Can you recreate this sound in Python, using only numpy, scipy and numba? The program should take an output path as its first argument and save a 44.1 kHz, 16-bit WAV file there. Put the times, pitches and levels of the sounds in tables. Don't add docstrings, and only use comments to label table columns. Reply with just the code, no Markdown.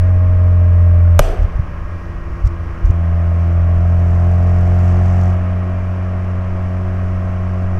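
import sys
import numpy as np
from scipy import signal
from scipy.fft import rfft, irfft, next_fast_len
from scipy.io import wavfile
from scipy.ndimage import uniform_filter1d
from numba import njit

SR = 44100
rng = np.random.default_rng(int(sys.argv[2]) if len(sys.argv) > 2 else 0)


def dump_mix(stems):
    frames = np.atleast_2d(stems).T
    limited = np.clip(frames, -1, 1)
    pcm = np.round(limited * 32767).astype(np.int16)
    wavfile.write(sys.argv[1], SR, pcm)


N = 343539
T = np.arange(N) / SR

# time_s, firing_hz
FIRING_RATE = [(0, 90.4), (.5, 88.4), (1.19, 85.38), (2.1, 84.44), (2.9, 84.45), (3.5, 85.24), (4.5, 88.16),
               (5.2, 90.26), (6, 91.4), (7.79, 91.6)]
# time_s, boom_db, gas_flow (0-1), rotor_unevenness (0 is even)
ENGINE_STATE = [(0, -10, .12, .62), (1.18, -7, 0.1, 0.5), (1.24, -29.5, 0, 0.5), (1.8, -36, 0.03, 0.4),
                (2.86, -28.5, .35, 0.2), (2.95, -14, .45, 0.2), (3.45, -12, .58, 0.4), (3.6, -11, 0.5, 0.6),
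                (4.15, -10.5, 0.83, .66), (4.8, -10.5, .95, .62), (5.28, -11, 1.0, .66),
                (5.41, -15.5, .55, .85), (5.85, -18.5, 0.45, 1.1), (7.79, -17.5, 0.6, 0.8)]
# centre_hz, width_hz, gain_db
BODY_MODES = [(224, 22, 3), (264, 34, 2.5), (440, 26, 0), (492, 30, -1), (562, 44, 0), (625, 36, -3),
              (722, 36, -5), (805, 36, -7), (1120, 160, -15)]
# frequency_hz, density_db
GAS_SPECTRUM = [(1500, -2.5), (3800, -6), (5800, 2.5), (8500, -7.5), (10000, -17), (11500, -13),
                (15500, -24.5)]
# frequency_hz, density_db
TYRE_SPECTRUM = [(20, 6), (45, 3), (100, 5.5), (160, -7), (240, -3), (310, -7), (420, -6.5), (640, -9.5),
                 (880, -11), (1080, -6), (1450, -11), (2300, -18), (3000, -25), (3800, -39.5)]
# frequency_hz, density_db
RUMBLE_SPECTRUM = [(9, 7.5), (22, 2), (42, -5.5), (62, -6), (85, -16.5)]
# frequency_hz, density_db
AIR_SPECTRUM = [(2500, -14.5), (3800, -4), (5600, 2), (7500, -9), (10000, -13), (15500, -17)]
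# pitch_hz, level_db
BODY_TONES = [(1077, -47), (1129, -51), (1238, -49.5), (1336, -64.5), (1636, -52), (1880, -52.5),
              (2368, -59.5)]
# frequency_hz, density_db
CRACK_SPECTRUM = [(130, 1), (380, 9.5), (820, 8), (1100, -16), (1550, 2.5), (2100, -20), (3000, -7.5),
                  (3900, -28.5), (5500, -13), (8200, -26), (9600, -21), (11500, -17.5), (13500, -28)]
# centre_hz, width_hz, gain_db
BRIGHT_MODES = [(1632, 9.2, 21), (2369, 14, 13), (2980, 36, 8), (4447, 30, 7), (5125, 25, 8),
                (5980, 22, 17), (7154, 25, 8), (8150, 300, -2), (11100, 450, -4), (14100, 400, -13)]
# frequency_hz, density_db
ECHO_SPECTRUM = [(250, -12), (380, 0), (700, 2), (950, -14.5), (1300, -11.5), (2000, -18), (3100, -17.5),
                 (3900, -27.5), (6000, -25), (7000, -35), (8400, -26.5), (9600, -41), (11200, -31),
                 (15500, -47)]
# centre_hz, width_hz, gain_db
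CABIN_MODES = [(37, 24, -2), (54, 24, -5), (80.3, 10.3, -3.5), (109, 11, -17.5)]
# centre_s, peak_db, pitch_hz, spit_db
LATE_BURNS = [(1.4, -3, 42, -66), (1.424, -3, 53.6, -54), (1.449, -3.5, 57, -68), (1.559, -7, 46, -68),
              (1.598, -3, 79, -58), (2.45, -0.5, 43.6, -50.5), (2.470, -5, 74.9, -44.5),
              (2.851, 1, 44.4, -50), (2.876, -6, 42, -59), (2.903, 1, 67.5, -49.5)]
# time_s, level_db
HUM_LEVEL = [(0, -70), (1.5, -56), (2, -43), (2.7, -40.5), (3.9, -42.5), (4.9, -36), (5.5, -43.5),
             (7.79, -40)]

FULL_BOOM_DB, BURN_DB, MISFIRE_DB = -11, -16.5, -28.5
BACKFIRE_S = 1.1925


def undb(db):
    return 10 ** (np.asarray(db) / 20)


def unit(x):
    return x / np.sqrt(np.mean(x ** 2))


def curves(rows):
    times, *columns = np.transpose(rows)
    return [np.interp(T, times, column) for column in columns]


def noise(spectrum):
    hz, db = np.transpose(spectrum)
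    size = next_fast_len(N)
    bin_hz = np.maximum(np.fft.rfftfreq(size, 1 / SR), 1)
    gain = undb(np.interp(np.log(bin_hz), np.log(hz), db))
    skirts = np.minimum(bin_hz / hz[0], 1) ** 2 * np.minimum(hz[-1] / bin_hz, 1) ** 4
    return unit(irfft(rfft(rng.standard_normal(size)) * gain * skirts, size)[:N])


def drift(rate_hz):
    hold = int(SR / rate_hz)
    steps = np.repeat(rng.standard_normal(N // hold + 1), hold)
    return unit(uniform_filter1d(uniform_filter1d(steps, hold), hold)[:N])


@njit
def bandpass(x, hz, width_hz):
    y, band, low = np.empty(len(x)), 0., 0.
    for i in range(len(x)):
        tuning, damping = np.tan(np.pi * hz[i] / SR), width_hz[i] / hz[i]
        velocity = (band + tuning * (x[i] + 1e-18 - low)) / (1 + tuning * (tuning + damping))
        band = 2 * velocity - band
        low += 2 * tuning * velocity
        y[i] = damping * velocity
    return y


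def ring(x, hz, width_hz):
    hz, width_hz = hz * np.ones(N), width_hz * np.ones(N)
    return bandpass(bandpass(x, hz, width_hz), hz, width_hz)


def modes(x, table):
    return sum(undb(db) * ring(x, hz, width_hz) for hz, width_hz, db in table)


def firings(cycles, second_db, late_s, scatter_db, jitter_s):
    at = np.flatnonzero(np.diff(np.floor(cycles)))
    second = np.arange(len(at)) % 2
    chance = rng.standard_normal((len(at), 2))
    delay_s = (late_s * np.ones(N))[at] * second + jitter_s * chance[:, 1]
    size = undb((second_db * np.ones(N))[at] * second + scatter_db * chance[:, 0])
    pulses = np.zeros(N)
    pulses[np.clip(at + np.round(delay_s * SR).astype(int), 0, N - 1)] = size
    return pulses


def exhaust_boom(cycles, boom_db, flow, uneven, misfire, ease_db):
    drone_db = -31 + 8 * flow - 7 * misfire
    lope_db = boom_db - 10.6 - 11.5 * (1 - uneven) + 2.1 * ease_db
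    phase = 2 * np.pi * cycles
    boom = -undb(boom_db + 0.22 * drift(10)) * np.cos(phase)
    drone = undb(drone_db + .5 * drift(12)) * np.sin(2 * phase)
    lope = undb(lope_db + 0.69 * drift(4.7)) * np.sin(phase / 2)
    difference_tone = undb(lope_db + drone_db + 19.5) * np.sin(2 * phase - phase / 2)
    return np.sqrt(2) * (boom + drone + lope + difference_tone)


def pipe_bark(cycles, flow, uneven, misfire, ease_db):
    second_db = -10 * uneven
    pulses = firings(cycles, second_db, late_s=0.00042 * uneven, scatter_db=1.65, jitter_s=.00003)
    pulses /= np.hypot(1, undb(second_db))
    pipe_hz, width_hz = 598.4 + 73 * flow, 54 + 100 * flow
    pipe = undb(0.24 * ease_db) * ring(pulses, pipe_hz, width_hz)
    body = undb(-7) * modes(pulses, BODY_MODES)
    level_db = -34 + 5 * flow ** 2 - 10 * misfire
    return undb(level_db) * unit((pipe + body) / np.sqrt(width_hz))


def tailpipe_rasp(cycles, flow):
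    pulses = firings(cycles, second_db=-3, late_s=0, scatter_db=1.5, jitter_s=.0007)
    swell_s = 0.0028
    pole = np.exp(-1 / (swell_s * SR))
    puffs = signal.lfilter([1], [1, -2 * pole, pole ** 2], pulses)
    return undb(-83 + 30 * flow) * unit(puffs * noise(GAS_SPECTRUM))


def road_noise():
    tyre_db = np.interp(T, [0, 2.2, 5, 7.79], [-33.0, -34.0, -30.0, -33.5])
    tyres = noise(TYRE_SPECTRUM) * undb(tyre_db + .5 * drift(2.2))
    rumble = noise(RUMBLE_SPECTRUM) * undb(-27.0 + drift(2.7))
    air = noise(AIR_SPECTRUM) * undb(-61.5 + .5 * drift(8))
    return windscreen(tyres + air) + rumble


def windscreen(x, delay_s=.00372):
    return x + undb(-24.5) * np.interp(T - delay_s, T, x)


def body_ringing():
    tones = np.zeros(N)
    for hz, db in BODY_TONES:
        amplitude = undb(db + 1.8 * drift(7))
        pitch_hz = hz * (1 + 0.002005 * drift(15))
        tones += amplitude * np.sin(2 * np.pi * np.cumsum(pitch_hz) / SR)
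    return tones


def backfire():
    age_s = np.maximum(T - BACKFIRE_S, 0)

    def decay(time_s):
        return (T >= BACKFIRE_S) * np.exp(-age_s / time_s)

    def damped_sine(hz, decay_s):
        return np.sin(2 * np.pi * hz * age_s) * decay(decay_s)

    crack = noise(CRACK_SPECTRUM) * (undb(7) * decay(0.0018) + undb(-8) * decay(0.0063))
    pipe = -undb(8.5) * damped_sine(hz=585, decay_s=0.0039) * (1 - np.exp(-age_s / 0.00066))
    heave = undb(-1.5) * damped_sine(hz=30, decay_s=0.074)
    thump = undb(-1) * damped_sine(hz=140, decay_s=0.0081)
    ringing = undb(-36.5) * unit(modes(rng.standard_normal(N), BRIGHT_MODES)) * decay(0.062)
    reflections = noise(ECHO_SPECTRUM)
    dull = signal.sosfilt(signal.butter(1, 1500, fs=SR, output="sos"), reflections)
    echo = undb(-8) * dull * decay(0.092) + undb(-4) * (reflections - dull) * decay(0.044)
    build_up = 1 - np.exp(-age_s / 0.17)
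    return crack + pipe + thump + heave + ringing + echo * build_up


def overrun_burble(cycles, misfire):
    pulses = firings(cycles, second_db=0, late_s=0, scatter_db=2.0, jitter_s=0.0032)
    return undb(-24.6) * misfire * unit(modes(pulses, CABIN_MODES))


def afterfire():
    swing, spit = np.zeros(N), np.zeros(N)
    for centre_s, peak_db, hz, spit_db in LATE_BURNS:
        near = np.abs(T - centre_s) < .1
        periods = hz * (T[near] - centre_s)
        exponent = (np.pi * periods) ** 2
        swing[near] += undb(peak_db) * (2 * exponent - 1) * np.exp(-exponent)
        spit[near] += undb(spit_db) * np.exp(-((periods - .35) / 0.42) ** 2)
    return swing + spit * noise(GAS_SPECTRUM)


def engine_hum(cycles):
    level_db = curves(HUM_LEVEL)[0] + 2.3 * drift(18)
    return np.sqrt(2) * undb(level_db) * np.sin(2 * np.pi * 4 * cycles)


def scene():
    firing_hz = curves(FIRING_RATE)[0] * (1 + .0015 * drift(20))
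    cycles = 0.3828 + np.cumsum(firing_hz) / SR
    boom_db, flow, uneven = curves(ENGINE_STATE)
    misfire = np.clip((BURN_DB - boom_db) / (BURN_DB - MISFIRE_DB), 0, 1)
    ease_db = np.clip(boom_db, BURN_DB, FULL_BOOM_DB) - FULL_BOOM_DB
    boom = exhaust_boom(cycles, boom_db, flow, uneven, misfire, ease_db)
    bark = pipe_bark(cycles, flow, uneven, misfire, ease_db)
    rasp = tailpipe_rasp(cycles, flow)
    throttle_shut = overrun_burble(cycles, misfire) + afterfire() + backfire()
    chassis = road_noise() + engine_hum(cycles) + body_ringing()
    return (boom + bark + rasp + throttle_shut + chassis)[None]


def record(dry):
    clipped = np.clip(dry, -.97, .97)
    cutoff_hz = 15800
    return signal.sosfilt(signal.ellip(8, .2, 80, cutoff_hz, fs=SR, output="sos"), clipped)


dry = scene()
out = record(dry)
dump_mix(out)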